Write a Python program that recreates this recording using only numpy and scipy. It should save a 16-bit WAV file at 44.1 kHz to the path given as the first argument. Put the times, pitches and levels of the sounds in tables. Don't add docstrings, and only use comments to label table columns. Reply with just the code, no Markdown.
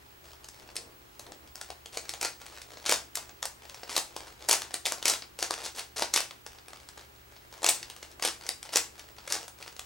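import sys
import numpy as np
from scipy import signal
from scipy.fft import rfft, irfft, next_fast_len
from scipy.io import wavfile
from scipy.ndimage import uniform_filter1d

SR = 44100
rng = np.random.default_rng(int(sys.argv[2]) if len(sys.argv) > 2 else 0)


def dump_mix(stems):
    frames = np.atleast_2d(stems).T
    limited = np.clip(frames, -1, 1)
    pcm = np.round(limited * 32767).astype(np.int16)
    wavfile.write(sys.argv[1], SR, pcm)


N = 434385

# [f/Hz, gain/dB]
PLASTIC_COLOUR = [(130, -23), (200, -16), (310, -4), (500, 0.5), (800, 1.5), (1100, -1.5), (2000, -2.5),
                  (3200, -2), (5000, 0.5), (7000, -2.5), (8800, -4.5), (11000, -9.5), (15500, -24)]


def undb(db):
    return 10 ** (np.asarray(db) / 20)


def level(x, db):
    return x * undb(db) / np.sqrt(np.mean(x ** 2))


def response(hz, points):
    f, db = np.transpose(points)
    return undb(np.interp(np.log(hz + 1), np.log(f), db))


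def colour(x, points):
    length = x.shape[-1]
    n = next_fast_len(length)
    hz = np.arange(n // 2 + 1) * SR / n
    return irfft(rfft(x, n) * response(hz, points), n)[..., :length]


def walk(rate):
    hold = int(SR / rate)
    values = rng.standard_normal(N // hold + 1)
    return uniform_filter1d(np.repeat(values, hold), hold)[:N]


def stereo(mid, side, side_db):
    return mid + undb(side_db) * side * np.array([[1], [-1]])


def fade(t, t60):
    return (t >= 0) * np.exp(-np.log(1000) * np.abs(t) / t60)


def add(track, s, sound):
    start = max(int(s * SR), 0)
    part = track[..., start:start + sound.shape[-1]]
    part += sound[..., :part.shape[-1]]


def tone(hz, db, unsteady, waver_rate=9):
    waver = 1 + unsteady * (walk(waver_rate) + 1j * walk(waver_rate))
    turning_phase = np.exp(2j * np.pi * hz * np.arange(N) / SR)
    return level(np.real(waver * turning_phase), db)


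def background(side_db=-6):
    # [f/Hz, gain/dB]
    air_colour = [(25, -12.5), (55, 2), (70, -1.5), (95, -7.5), (160, -9), (350, -10), (500, -15.5),
                  (800, -13.5), (1240, -14), (2500, -16.5), (5000, -22), (9800, -24.5), (15000, -23.5)]
    # [f/Hz, rms level/dB, unsteadiness 0-1]
    hum_tones = [(70, -66.5, 0.28), (119.6, -68.5, 0.07), (348, -73.5, 0.08), (403, -74, 0.33)]
    air_db = -59.5
    whine_hz, whine_db = 15735, -63.5
    mid, side = level(colour(rng.standard_normal((2, N)), air_colour), air_db)
    side = colour(side, [(100, -5.5), (200, 3.5), (700, 12.5), (2000, 9.5), (8000, 4.5), (14000, 3.0)])
    hum = sum(tone(hz, db, unsteady) for hz, db, unsteady in hum_tones)
    whine = np.array([tone(whine_hz, whine_db, unsteady=1.0, waver_rate=14) for _ in range(2)])
    return stereo(mid, side, side_db) + hum + whine


def reflections(t60=0.26, bass_t60=0.54, bass_db=-3, tail_db=-3, build_s=0.0016, side_db=-6):
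    # [delay/s, gain/dB, upper edge/Hz]
    first_echoes = [(.0086, -17, 14000), (0.0095, -17.5, 9100), (0.0117, -20, 9000), (0.0171, -13, 2500),
                    (0.0215, -16, 6000), (0.0256, -26, 8900)]
    # [f/Hz, gain/dB]
    tail_colour = [(120, -9), (320, -4.5), (800, 3.5), (1500, 4.5), (4000, 3), (8500, 4), (12000, -1),
                   (16000, 9.5)]
    t = np.arange(SR // 2) / SR
    air, bass = rng.standard_normal((2, 2, len(t)))
    tails = colour(air, tail_colour) * fade(t, t60)
    tails += colour(bass, [(330, bass_db), (1500, -48)]) * fade(t, bass_t60)
    tails *= np.clip((t - .006) / build_s, 0, 1)
    tails *= undb(tail_db) / np.sqrt(np.sum(tails ** 2, axis=1, keepdims=True))
    paths = stereo(tails[0], tails[1], side_db)
    for delay, db, edge_hz in first_echoes:
        pole = np.exp(-2 * np.pi * edge_hz / SR)
        add(paths, delay, undb(db) * (1 - pole) * pole ** np.arange(SR // 1000))
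    return paths


def room(radiated, count=20):
    out = np.zeros((2, N))
    for stretch in np.array_split(np.arange(N), count):
        answer = signal.oaconvolve(radiated[None, stretch], reflections(), axes=1)
        add(out, stretch[0] / SR, answer)
    return out


def ports(sound, left_db=1.6, lead_db=-6):
    turned = -np.imag(signal.hilbert(sound.mean(axis=0), next_fast_len(N)))[:N]
    lead = colour(turned, [(150, -9), (550, -1.5), (1050, -3.5), (3000, -8), (10000, -10)])
    return stereo(sound, lead, lead_db) * undb(np.array([[left_db], [-left_db]]) / 2)


def strokes(rows, attack_s, swell_db, t60):
    power = np.zeros(N)
    for start, length, db in rows:
        t = np.arange(int((length + t60) * SR)) / SR
        attack = np.minimum(t / attack_s, 1)
        push = undb(db + swell_db * np.minimum(t / length - 1, 0))
        release = fade(np.maximum(t - length, 0), t60)
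        add(power, start, (attack * push * release) ** 2)
    return np.sqrt(power)


def fingers(flutter_db=4):
    # [start/s, length/s, relative level/dB]
    new_holds = [(.55, 0.3, -58.5), (1.15, 0.21, -69), (2.45, 0.63, -75), (4.15, 0.49, -65.5),
                 (8.0, 0.35, -68), (8.85, 0.3, -73)]
    hold_db = -72.5
    skin = colour(rng.standard_normal(N),
                  [(100, -9), (200, -11), (320, -2.0), (600, -5), (1300, -18.0), (9000, -58)])
    uneven = level(skin * undb(flutter_db * walk(25)), 0)
    return uneven * (strokes(new_holds, attack_s=0.054, swell_db=2, t60=0.66) + undb(hold_db))


def sliding(tick_rate, spread_db, tick_t60, rub_db, slide_db):
    happens = rng.random(N) < tick_rate / SR
    slips = happens * undb(spread_db * np.minimum(rng.exponential(size=N), 3))
    keep = np.exp(-2 * np.log(1000) / (tick_t60 * SR))
    power = signal.lfilter([1], [1, -keep], slips ** 2)
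    strength = np.sqrt(power / power.mean() + undb(rub_db) ** 2)
    grain = strength * rng.standard_normal(N)
    return level(colour(grain, PLASTIC_COLOUR), slide_db)


def nudging():
    # [start/s, length/s, relative level/dB]
    nudges = [(.24, 0.087, -56.5), (.53, 0.18, -61), (1.55, .16, -58), (2.0, 0.25, -55), (2.4, 0.24, -51.5),
              (2.68, 0.15, -57), (3.17, 0.14, -60), (3.62, 0.31, -54), (4.05, 0.14, -57.5),
              (4.19, 0.13, -50.5), (4.39, 0.06, -48), (4.63, .11, -50.5), (4.9, 0.15, -50.5),
              (5.51, 0.14, -48.5), (6.46, 0.12, -59.5), (6.7, .19, -61), (6.97, 0.073, -53),
              (7.3, .08, -67), (7.5, 0.3, -55), (7.81, .31, -58), (8.4, 0.066, -51.5), (8.65, 0.049, -47),
              (8.95, 0.218, -61.5), (9.16, 0.15, -59), (9.38, 0.06, -46.5), (9.58, .15, -55)]
    loose_db = -64.5
    ticks = sliding(tick_rate=230, spread_db=5.0, tick_t60=0.012, rub_db=-11, slide_db=-1)
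    ticks = colour(ticks, [(700, 1.5), (3000, -1.5), (9000, -5.5)])
    return ticks * (strokes(nudges, attack_s=0.0035, swell_db=-2.5, t60=0.066) + undb(loose_db))


def turning():
    # [start/s, length/s, relative level/dB]
    turns = [(1.92, 0.032, -46), (2.205, 0.047, -36.5), (2.86, 0.075, -33.5), (3.89, 0.071, -39.5),
             (4.484, 0.051, -32), (4.85, 0.033, -37.5), (5.05, 0.062, -31), (5.39, 0.048, -39.5),
             (5.63, 0.032, -39.5), (5.745, 0.046, -40), (5.96, 0.057, -34), (6.135, 0.04, -34),
             (7.64, 0.064, -35), (8.22, 0.041, -32.5), (8.72, 0.038, -33), (9.29, 0.06, -36)]
    rattle = sliding(tick_rate=520, spread_db=4.5, tick_t60=0.0065, rub_db=-8, slide_db=1.5)
    return rattle * strokes(turns, attack_s=.006, swell_db=6.5, t60=0.16)


def contact(t, snap_t60, ring_t60=0.084, ring_db=-17, rebound=0.75, play_s=.0042,
            scrape_db=-22, scrape_t60=0.027, count=4):
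    late, force = rng.random((2, count, 1))
    power = fade(t, snap_t60) ** 2
    power += (undb(ring_db) * fade(t, ring_t60)) ** 2
    chatter = rebound * force * fade(t - late ** 2 * play_s, snap_t60)
    power += np.sum(chatter ** 2, axis=0)
    power += (undb(scrape_db) * fade(-t, scrape_t60)) ** 2
    burst = np.sqrt(power) * rng.standard_normal(len(t))
    return rfft(burst / np.sqrt(np.sum(burst ** 2)))


def clicks(click_db=30.0, body_t60=0.0085, edge_t60=0.0065, piece_db=2.0, evenness=0.5,
           ping_t60=0.0079, size=2048):
    # [t/s, level before click_db is added/dB, hollow body relative/dB, bright edge relative/dB]
    snap_rows = [(.3329, -49.5, -2, -5), (.4442, -45.5, -1, 0), (.4868, -47.5, 2, 6),
                 (0.6902, -48.5, 5.5, -14), (.7563, -44, 11.5, 8), (.7656, -30, -26, 0.5),
                 (1.1952, -44, 4, 5.5), (1.266, -48.5, 5, -2), (1.3206, -43, -0.5, -5.5),
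                 (1.4755, -52, -6, -3), (1.5563, -43, -3, 5), (1.6134, -36.5, 0.5, 1.5),
                 (1.7032, -39, 7.5, -1.5), (1.8593, -45.5, 1.5, 5.5), (1.9726, -30.5, 0, 1.5),
                 (2.0933, -33, -4, 1.5), (2.1376, -37.5, 3.5, -1.5), (2.2125, -32, -3, 3),
                 (2.2283, -30, 1, 3), (2.2488, -26.5, 0.5, -3), (2.464, -40.5, -8, -4),
                 (2.617, -40.5, -11, 1.5), (2.7715, -43.5, 2, -13), (2.8427, -45, 3, -14),
                 (2.854, -38, -1, -3), (2.862, -27.5, -0.5, -3), (2.868, -29.5, -16, -3),
                 (2.894, -20, -1, 1), (2.9132, -27, -14, 8), (2.923, -21.5, 5, 3), (3.1546, -31, -17, 8),
                 (3.1719, -30, 2.5, -2), (3.2935, -44, 4, -6), (3.4278, -30.5, 1, 1), (3.4549, -33, 2, 6.5),
                 (3.6965, -42, -3, -3), (3.7451, -42, 3, -2), (3.8332, -40.5, 4.5, -9),
                 (3.8947, -40, 5, -15), (3.9649, -23.5, 0.5, 4.5), (3.978, -24.5, 3, 4.5),
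                 (4.1646, -36, 3, -0.5), (4.4874, -25.5, 2, 6), (4.4936, -23, 1, 6),
                 (4.5116, -18.5, -3, 3.5), (4.5287, -21.5, 0, 5), (4.6195, -33, -2, -1),
                 (4.7416, -28.5, 1, 3), (4.8551, -30, -2.5, 3), (4.861, -25.5, -23, 0),
                 (4.8672, -31.5, 0.5, 6), (4.9215, -31, 7, 4.5), (5.0272, -32.5, -1, -2),
                 (5.0555, -20.5, -3, 3), (5.0806, -23, -7, 6), (5.0983, -25, -4, 5.5),
                 (5.137, -28, 0.5, -4), (5.222, -38.5, 3, -8), (5.3898, -38, 1.5, 3),
                 (5.4266, -24.5, -0.5, 2), (5.5084, -27.5, 3, 1), (5.5392, -32, -10, -3),
                 (5.6733, -41, -2, -9), (5.7934, -32, -14, -2.5), (5.9639, -40, -2, -16),
                 (6.0224, -23.5, 4, -6.5), (6.139, -22.5, -2, 2), (6.1612, -19, -4, -1),
                 (6.1755, -25.5, -2.5, 1), (6.2043, -28, -3, 0.5), (6.3094, -41, 4, -6),
                 (6.4644, -41.5, 3.5, 2), (6.586, -48.5, -4, -12), (6.6832, -45, 5, 1),
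                 (6.7327, -44.5, 5, -4), (6.8887, -42, -5, -3), (7.3647, -51.5, 2, -6),
                 (7.5265, -49, 6, -2), (7.6201, -44, 4, -3), (7.6311, -33, 2, 0), (7.6442, -23.5, 1.5, 3),
                 (7.6641, -23, -2, 2.5), (7.6885, -20.5, -1, 1), (7.6924, -26, -8, 14.5),
                 (7.8295, -37, -7, -3), (7.9, -39, 0, 0.5), (7.9639, -46.5, 0, 3), (8.0288, -40, 3, -1),
                 (8.1157, -49.5, -7, 0), (8.1969, -43, 7.5, -3), (8.2248, -26.5, -3, -4),
                 (8.25, -23.5, -0.5, 2), (8.276, -27.5, 0, -1), (8.2855, -30.5, -4, -3),
                 (8.4661, -40, -4, 3), (8.4908, -28, 0.5, 3), (8.629, -40, -2, 2), (8.7381, -33.5, -2.5, 2),
                 (8.7583, -21, 2, 4), (8.7702, -21.5, -6, 5), (8.9945, -39, -12, -3),
                 (9.1842, -43.5, 2, -9), (9.2765, -36, 0, -3), (9.3236, -27, -4.5, 8),
                 (9.4806, -44.5, 3.5, 6.5), (9.6261, -39.5, -1, -5), (9.6784, -39.5, -3.5, -9),
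                 (9.765, -47.5, 3, 2), (9.7942, -36.5, 0.5, 2)]
    # [t/s, f/Hz, starting peak level/dB]
    ping_rows = [(1.8593, 3170, -30.5), (8.4908, 4760, -18), (8.49, 5500, -20)]
    out = np.zeros((2, N))
    t = (np.arange(size) - size // 4) / SR
    hz = np.arange(size // 2 + 1) * SR / size
    edge_share = 1 - 1 / (1 + (hz / 5500) ** 4)
    for s, db, hollow_db, bright_db in snap_rows:
        tilt = [(800, hollow_db), (2200, 0), (4500, 0), (8000, bright_db)]
        piece = np.column_stack([np.geomspace(400, 14000, 24), piece_db * rng.standard_normal(24)])
        body = np.sqrt(1 - edge_share) * contact(t, body_t60)
        edge = np.sqrt(edge_share) * contact(t, edge_t60)
        snap = body + edge
        all_round = snap / (np.abs(snap) + 1e-9) ** evenness
        beams = np.array([snap, all_round])
        gain = undb(db + click_db) * response(hz, PLASTIC_COLOUR) * response(hz, tilt) * response(hz, piece)
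        add(out, s + t[0], irfft(beams * gain))
    for s, pitch, db in ping_rows:
        add(out, s + t[0], undb(db) * fade(t, ping_t60) * np.sin(2 * np.pi * pitch * t))
    return out


def scene():
    direct, radiated = clicks() + turning() + nudging() + fingers()
    return ports(direct + room(radiated)) + background()


def record(dry):
    ceiling, top_hz = .55, 16100
    rounded = ceiling * np.tanh(dry / ceiling)
    return signal.sosfilt(signal.ellip(10, .2, 70, top_hz, fs=SR, output="sos"), rounded)


dry = scene()
out = record(dry)
dump_mix(out)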